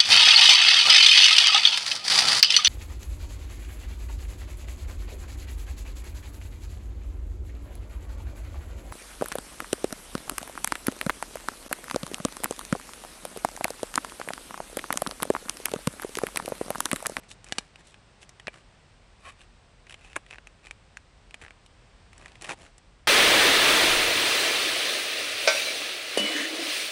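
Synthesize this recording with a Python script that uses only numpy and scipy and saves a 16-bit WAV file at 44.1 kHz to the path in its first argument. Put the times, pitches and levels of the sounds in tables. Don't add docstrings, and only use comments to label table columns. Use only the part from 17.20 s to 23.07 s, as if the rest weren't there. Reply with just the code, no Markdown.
import sys
import numpy as np
from scipy import signal
from scipy.fft import rfft, irfft
from scipy.io import wavfile
from scipy.ndimage import uniform_filter1d

SR = 44100
rng = np.random.default_rng(int(sys.argv[2]) if len(sys.argv) > 2 else 0)


def file_out(sig):
    cols = np.atleast_2d(sig).T
    lim = np.clip(cols, -1, 1)
    pcm = np.round(lim * 32767).astype(np.int16)
    wavfile.write(sys.argv[1], SR, pcm)


N = 258955
TAPS = 4096
HZ = np.fft.rfftfreq(TAPS, 1 / SR)
BAND_EDGES_HZ = [150, 1300, 3500, 11500]


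def gain_of(db):
    return 10 ** (np.asarray(db) / 20)


def evened(x):
    return x / np.sqrt(np.mean(x ** 2) + 1e-20)


def unit(x):
    return x / np.sqrt(np.sum(x ** 2) + 1e-20)


def read(points, hz):
    f, value = np.transpose(points)
    return np.interp(np.log(hz + 1), np.log(f + 1), value)


def add(mix, start_s, sound):
    part = mix[max(round(start_s * SR), 0):][:len(sound)]
    part += sound[:len(part)]


def drift(rate_hz):
    hz = np.fft.rfftfreq(N, 1 / SR)
    lowpass = 1 / (1 + (hz / rate_hz) ** 2)
    return evened(irfft(rfft(rng.standard_normal(N)) * lowpass, N))


def colour(x, gain):
    both_sides = np.r_[gain, gain[-2:0:-1]]
    log_gain = np.log(np.maximum(both_sides, 1e-6))
    taps = np.fft.ifft(np.exp(np.conj(signal.hilbert(log_gain)))).real
    return signal.fftconvolve(x, taps[:TAPS // 2])


def breeze(spectrum, level_db, gust_db, gust_hz):
    gain = gain_of(read(spectrum, np.fft.rfftfreq(N, 1 / SR)))
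    noise = irfft(rfft(rng.standard_normal(N)) * gain, N)
    gusts = gain_of(gust_db * drift(gust_hz))
    level = np.interp(np.arange(N) / SR, *np.transpose(level_db))
    return evened(noise * gusts) * gain_of(level)


def distant_air():
    # freq_hz, density_db_per_hz
    air_spectrum = [(59, -36), (100, 1), (172, -4.5), (295, -11.5), (500, -10.5), (750, -11.5), (1500, -15),
                    (2500, -16.5), (5200, -22.5), (6800, -28.5), (8200, -25), (9500, -32), (10300, -54)]
    # time_s, level_db
    air_level = [(0, -58), (1.6, -59), (2.45, -59.5), (3.9, -60), (5.2, -58), (5.85, -61)]
    return breeze(air_spectrum, air_level, gust_db=0.19, gust_hz=9.3)


def microphone_wind():
    # freq_hz, density_db_per_hz
    wind_spectrum = [(12, -21), (28, -10.5), (43, 3.5), (58, -6), (80, -4), (120, -19), (200, -29.5),
                     (500, -48), (2000, -87)]
    # time_s, level_db
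    wind_level = [(0, -62), (1.7, -61), (2.1, -56), (2.6, -58), (4.4, -58.5), (5.0, -55.5), (5.85, -59)]
    return breeze(wind_spectrum, wind_level, gust_db=1.0, gust_hz=14)


def shell(x, walls_hz, levels_db, edges, seconds, wall_db, wall_q=6.8, grip=0.017, spread=.3, top_hz=10600):
    # freq_hz, width_hz, relative_db
    shell_modes = [(191, 110, -22), (362, 67, -8.5), (567, 340, -10.5), (810, 100, -2), (1193, 210, -4),
                   (1730, 370, 0), (1990, 220, -3), (2510, 420, 3), (2975, 350, -4.5), (3340, 1250, -9.5),
                   (3780, 750, -7.5), (5500, 1800, -9), (7520, 1300, -7.5), (8000, 470, -17),
                   (9440, 510, -8)]
    shifts = np.exp(grip * rng.standard_normal(len(shell_modes)))
    modes = np.array([gain_of(db) / (1 + 2j * (HZ - f * shift) / width)
                      for (f, width, db), shift in zip(shell_modes, shifts)])
    point_power = abs(modes.sum(0)) ** 2
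    wide_power = np.sum(abs(modes) ** 2, axis=0)
    power = (1 - spread) * point_power + spread * wide_power
    for hz in walls_hz:
        power = power * (1 + gain_of(wall_db) ** 2 / (1 + (2 * wall_q * (HZ / hz - 1)) ** 2))
    treble_cut = 1 / np.sqrt(1 + (HZ / top_hz) ** 24)
    bass_cut = HZ ** 2 / (HZ ** 2 + 130 ** 2)
    gain = np.sqrt(power) * treble_cut * bass_cut
    centres = np.sqrt(np.multiply(edges[:-1], edges[1:]))
    for _ in range(3):
        y = colour(x, gain)
        energy = np.cumsum(abs(rfft(y)) ** 2) * 2 / len(y)
        band_energy = np.diff(np.interp(edges, np.fft.rfftfreq(len(y), 1 / SR), energy))
        rms = np.sqrt(band_energy / (seconds * SR))
        log_step = np.log(gain_of(levels_db) / rms)
        gain = gain * np.exp(read(np.c_[centres, log_step], HZ))
    return colour(x, gain)


def jolt(t60, rattle_db, ring_db, ground_db, ground_t60=0.22, bend_s=0.000381, slip_hz=4500):
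    ring_hz = [1650, 2340, 2910, 3770, 4230, 5140, 5790, 6985, 7720, 9450]
    ring_t60 = .04
    t = np.arange(TAPS) / SR
    ground_decay = gain_of(-60 * t / ground_t60)
    late = np.exp(-4j * np.pi * bend_s * np.sqrt(HZ * 10 ** 3))
    slip = irfft(late / (1 + 1j * HZ / slip_hz)) * ground_decay
    flutter = unit(rng.standard_normal(TAPS) * gain_of(-60 * t / t60))
    tones = sum(np.sin(2 * np.pi * (f * t + rng.random())) for f in ring_hz)
    ring = unit(tones * gain_of(-60 * t / ring_t60))
    ground = unit(rng.standard_normal(TAPS) * ground_decay * (1 - np.exp(-t / 0.0034)))
    rattle = flutter + gain_of(ring_db) * ring
    return slip + gain_of(rattle_db) * rattle + gain_of(ground_db) * ground


def stroke(start, peak, end, slips_per_s=1700, spread_db=2.5, smooth=0.14, catch_db=2.0, catch_s=.004):
    t = np.arange(start, max(end, start + .01), 1 / SR)
    pressure = np.interp(t, [start, peak, end], [0, 1, 0])
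    sizes = gain_of(spread_db * np.minimum(rng.exponential(1, len(t)), 3))
    happens = rng.random(len(t)) < slips_per_s / SR
    slips = happens * sizes * rng.choice([-1, 1], len(t))
    catching = evened(uniform_filter1d(rng.standard_normal(len(t)), max(int(catch_s * SR), 1)))
    clumps = gain_of(catch_db * np.clip(catching, -2, 2))
    force = pressure * clumps * (slips + smooth * rng.standard_normal(len(t)))
    return force, np.sum(pressure ** 2) / SR


def band_levels(colours, wall_hz, level_db):
    hz, thud_db, tick_db = np.transpose(colours)
    thud = read(np.c_[hz, thud_db], wall_hz)
    tick = read(np.c_[hz, tick_db], wall_hz)
    return level_db + np.array([thud, 0, tick])


def dent(wall_hz, rattle_db, levels_db):
    force = jolt(0.02, rattle_db, ring_db=-18.5, ground_db=-28)
    return shell(force, [wall_hz], levels_db, BAND_EDGES_HZ, .01, wall_db=6, wall_q=3.5, grip=.03, spread=.9)


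def rubs():
    # strongest_s, length_s, wall_hz, level_db
    rub_events = [(0.042, 0.078, 2200, -61), (0.108, 0.07, 3870, -58.5), (0.295, 0.12, 1980, -55.5),
                  (0.36, 0.05, 2070, -54.5), (0.419, 0.14, 1820, -60.5), (0.594, 0.056, 1830, -58.5),
                  (0.681, 0.11, 3650, -64), (1.021, 0.057, 3260, -57.5), (1.359, 0.11, 1140, -57),
                  (2.211, 0.084, 2760, -56.5), (2.711, 0.097, 2980, -59.5), (2.859, 0.26, 2650, -55.5),
                  (3.115, 0.11, 2580, -54.5), (3.456, 0.082, 2470, -54.5), (4.223, 0.08, 2200, -52),
                  (5.029, 0.32, 980, -58.5), (5.249, 0.125, 2000, -46), (5.298, 0.052, 1020, -37),
                  (5.322, 0.045, 900, -42), (5.42, 0.16, 656, -57)]
    # wall_hz, thud_db, tick_db
    rub_colours = [(700, 2, -1.5), (1000, 1.5, -6), (1950, -1, -3.5), (2600, -5.5, -8), (3930, -2.5, 9)]
    rise_share = 0.4
    out = np.zeros(N)
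    for peak, length, wall_hz, level_db in rub_events:
        start = peak - rise_share * length
        force, seconds = stroke(start, peak, start + length, slips_per_s=1300, catch_db=4.0)
        levels_db = band_levels(rub_colours, wall_hz, level_db)
        sound = shell(force, [wall_hz], levels_db, BAND_EDGES_HZ, seconds, wall_db=5, spread=0.72, top_hz=10140)
        add(out, start, sound)
    return out


def clicks():
    # start_s, wall_hz, rattle_db (against the first jolt), level_db
    click_events = [(0.1094, 3700, 5, -55), (0.1146, 3740, 15, -47), (0.2438, 7700, -3, -56.5),
                    (0.2657, 2360, 5, -52.5), (0.287, 5690, -19, -58.5), (0.5582, 2880, -3, -50),
                    (0.743, 2800, -7, -51.5), (1.0293, 3000, 2, -51), (1.0924, 6500, 19, -56.5),
                    (1.198, 2800, 2, -47), (1.3411, 1350, 16, -52.5), (2.095, 2460, 7, -49.5),
                    (2.2146, 3340, 4, -57), (2.668, 2520, 6, -53), (2.6959, 3000, 6, -48),
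                    (2.7079, 2430, -1, -47.5), (2.724, 3100, 6, -48), (2.7419, 2800, 14, -44.5),
                    (2.9313, 2440, -4, -50.5), (3.0636, 2430, 21, -54), (3.1095, 2550, -23, -44),
                    (3.2715, 2650, -4, -46.5), (3.4588, 3900, -4, -58), (3.469, 2420, 21, -46.5),
                    (3.5103, 2370, -6.5, -38.5), (3.7709, 1560, -6.5, -40), (4.1093, 2940, -7, -52.5),
                    (4.1428, 2560, 23, -40.5), (4.2145, 2160, 8, -50), (4.462, 3730, 9, -58.5),
                    (4.931, 1400, 1, -52.5), (4.9792, 7150, 10, -60.5), (5.059, 1930, -3, -44),
                    (5.081, 3320, 11, -55), (5.1195, 3400, -8, -58.5), (5.155, 2010, 5, -52),
                    (5.2124, 3680, -2, -53.5), (5.2216, 9900, -5, -51.5), (5.2433, 3080, 16.5, -45.5),
                    (5.2471, 2830, 2, -43.5), (5.2928, 1160, 24, -36.5), (5.3027, 1330, 1, -46),
                    (5.318, 2400, 3, -41), (5.464, 1370, 2, -54.5), (5.5808, 7560, 12, -61.5)]
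    # wall_hz, thud_db, tick_db
    click_colours = [(1230, -3.5, -6.5), (1640, -17.5, -10.5), (2800, -9.5, -8.5), (3720, -13, 0.5),
                     (7500, -2.5, 7)]
    out = np.zeros(N)
    for start, wall_hz, rattle_db, level_db in click_events:
        add(out, start, dent(wall_hz, rattle_db, band_levels(click_colours, wall_hz, level_db)))
    return out


def creaks(wall_scatter=0.21, scatter_db=-2.0):
    # first_tick_s, last_tick_s, ticks, squeeze_ease_s, wall_hz, level_db
    creak_runs = [(3.1286, 3.184, 5, 0.0285, 2200, -48.5), (4.2277, 4.3071, 6, 0.066, 2110, -51)]
    rattle_db, thud_db, tick_db = -6.5, -8, -13.5
    growth_db = 3
    out = np.zeros(N)
    for first, last, ticks, ease_s, wall_hz, level_db in creak_runs:
        squeeze = np.linspace(1, np.exp((first - last) / ease_s), round(ticks))
        times = first - ease_s * np.log(squeeze)
        for s, (place, size) in zip(times, rng.standard_normal((len(squeeze), 2))):
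            growth = growth_db * (s - first) / (last - first)
            levels_db = level_db + growth + scatter_db * size + np.array([thud_db, 0, tick_db])
            add(out, s, dent(wall_hz * np.exp(wall_scatter * place), rattle_db, levels_db))
    return out


def lure(echo=0.49, echo_s=0.00163):
    # start_s, strongest_s, end_s, wall_hz, thud_db, clack_db, tick_db
    drags = [(1.987, 2.089, 2.14, 1140, -55, -53, -57), (2.038, 2.073, 2.115, 1100, -46.5, -47, -56.5)]
    comb = abs(1 + echo * np.exp(-2j * np.pi * HZ * echo_s))
    out = np.zeros(N)
    for start, peak, end, wall_hz, *levels_db in drags:
        force, seconds = stroke(start, peak, end, slips_per_s=2500, catch_db=3.5)
        force = colour(force, comb)
        add(out, start, shell(force, [wall_hz], levels_db, BAND_EDGES_HZ, seconds, wall_db=7.5, spread=.5))
    return out


def snaps():
    # start_s, t60_s, rattle_db (against the first jolt), tray_hz, wall_hz, then level_db in each of six bands
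    snap_events = [(0.3233, 0.016, 2.5, 774, 1690, -40.5, -37.5, -47.5, -31, -33, -38.5),
                   (0.3834, 0.021, 6, 504, 2300, -38, -38, -37.5, -30.5, -29, -34),
                   (1.2705, 0.017, 1.5, 1170, 1730, -45, -52, -46.5, -36.5, -42.5, -54.5),
                   (1.2805, 0.016, 1.5, 633, 2400, -46, -36.5, -46.5, -33, -51, -55.5),
                   (2.9587, 0.0054, -2, 1110, 2400, -53.5, -63, -53, -39.5, -49.5, -55),
                   (2.9632, 0.023, 3, 1070, 2360, -41, -36.5, -33.5, -29.5, -45.5, -38.5)]
    snap_edges_hz = [100, 400, 950, 1400, 3300, 6500, 11500]
    out = np.zeros(N)
    for start, t60, rattle_db, tray_hz, wall_hz, *levels_db in snap_events:
        force = jolt(t60, rattle_db, ring_db=-14, ground_db=-24)
        sound = shell(force, [tray_hz, wall_hz], levels_db, snap_edges_hz, .01, wall_db=8, wall_q=5, spread=.9)
        add(out, start, sound)
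    return out


def scene():
    background = distant_air() + microphone_wind()
    pack = rubs() + clicks() + creaks() + lure() + snaps()
    return (background + pack)[None]


def record(dry):
    edge_hz = 12300
    taps = signal.firwin(511, edge_hz, window=("kaiser", 8), fs=SR)
    return signal.oaconvolve(dry, taps[None], "same")


dry = scene()
out = record(dry)
file_out(out)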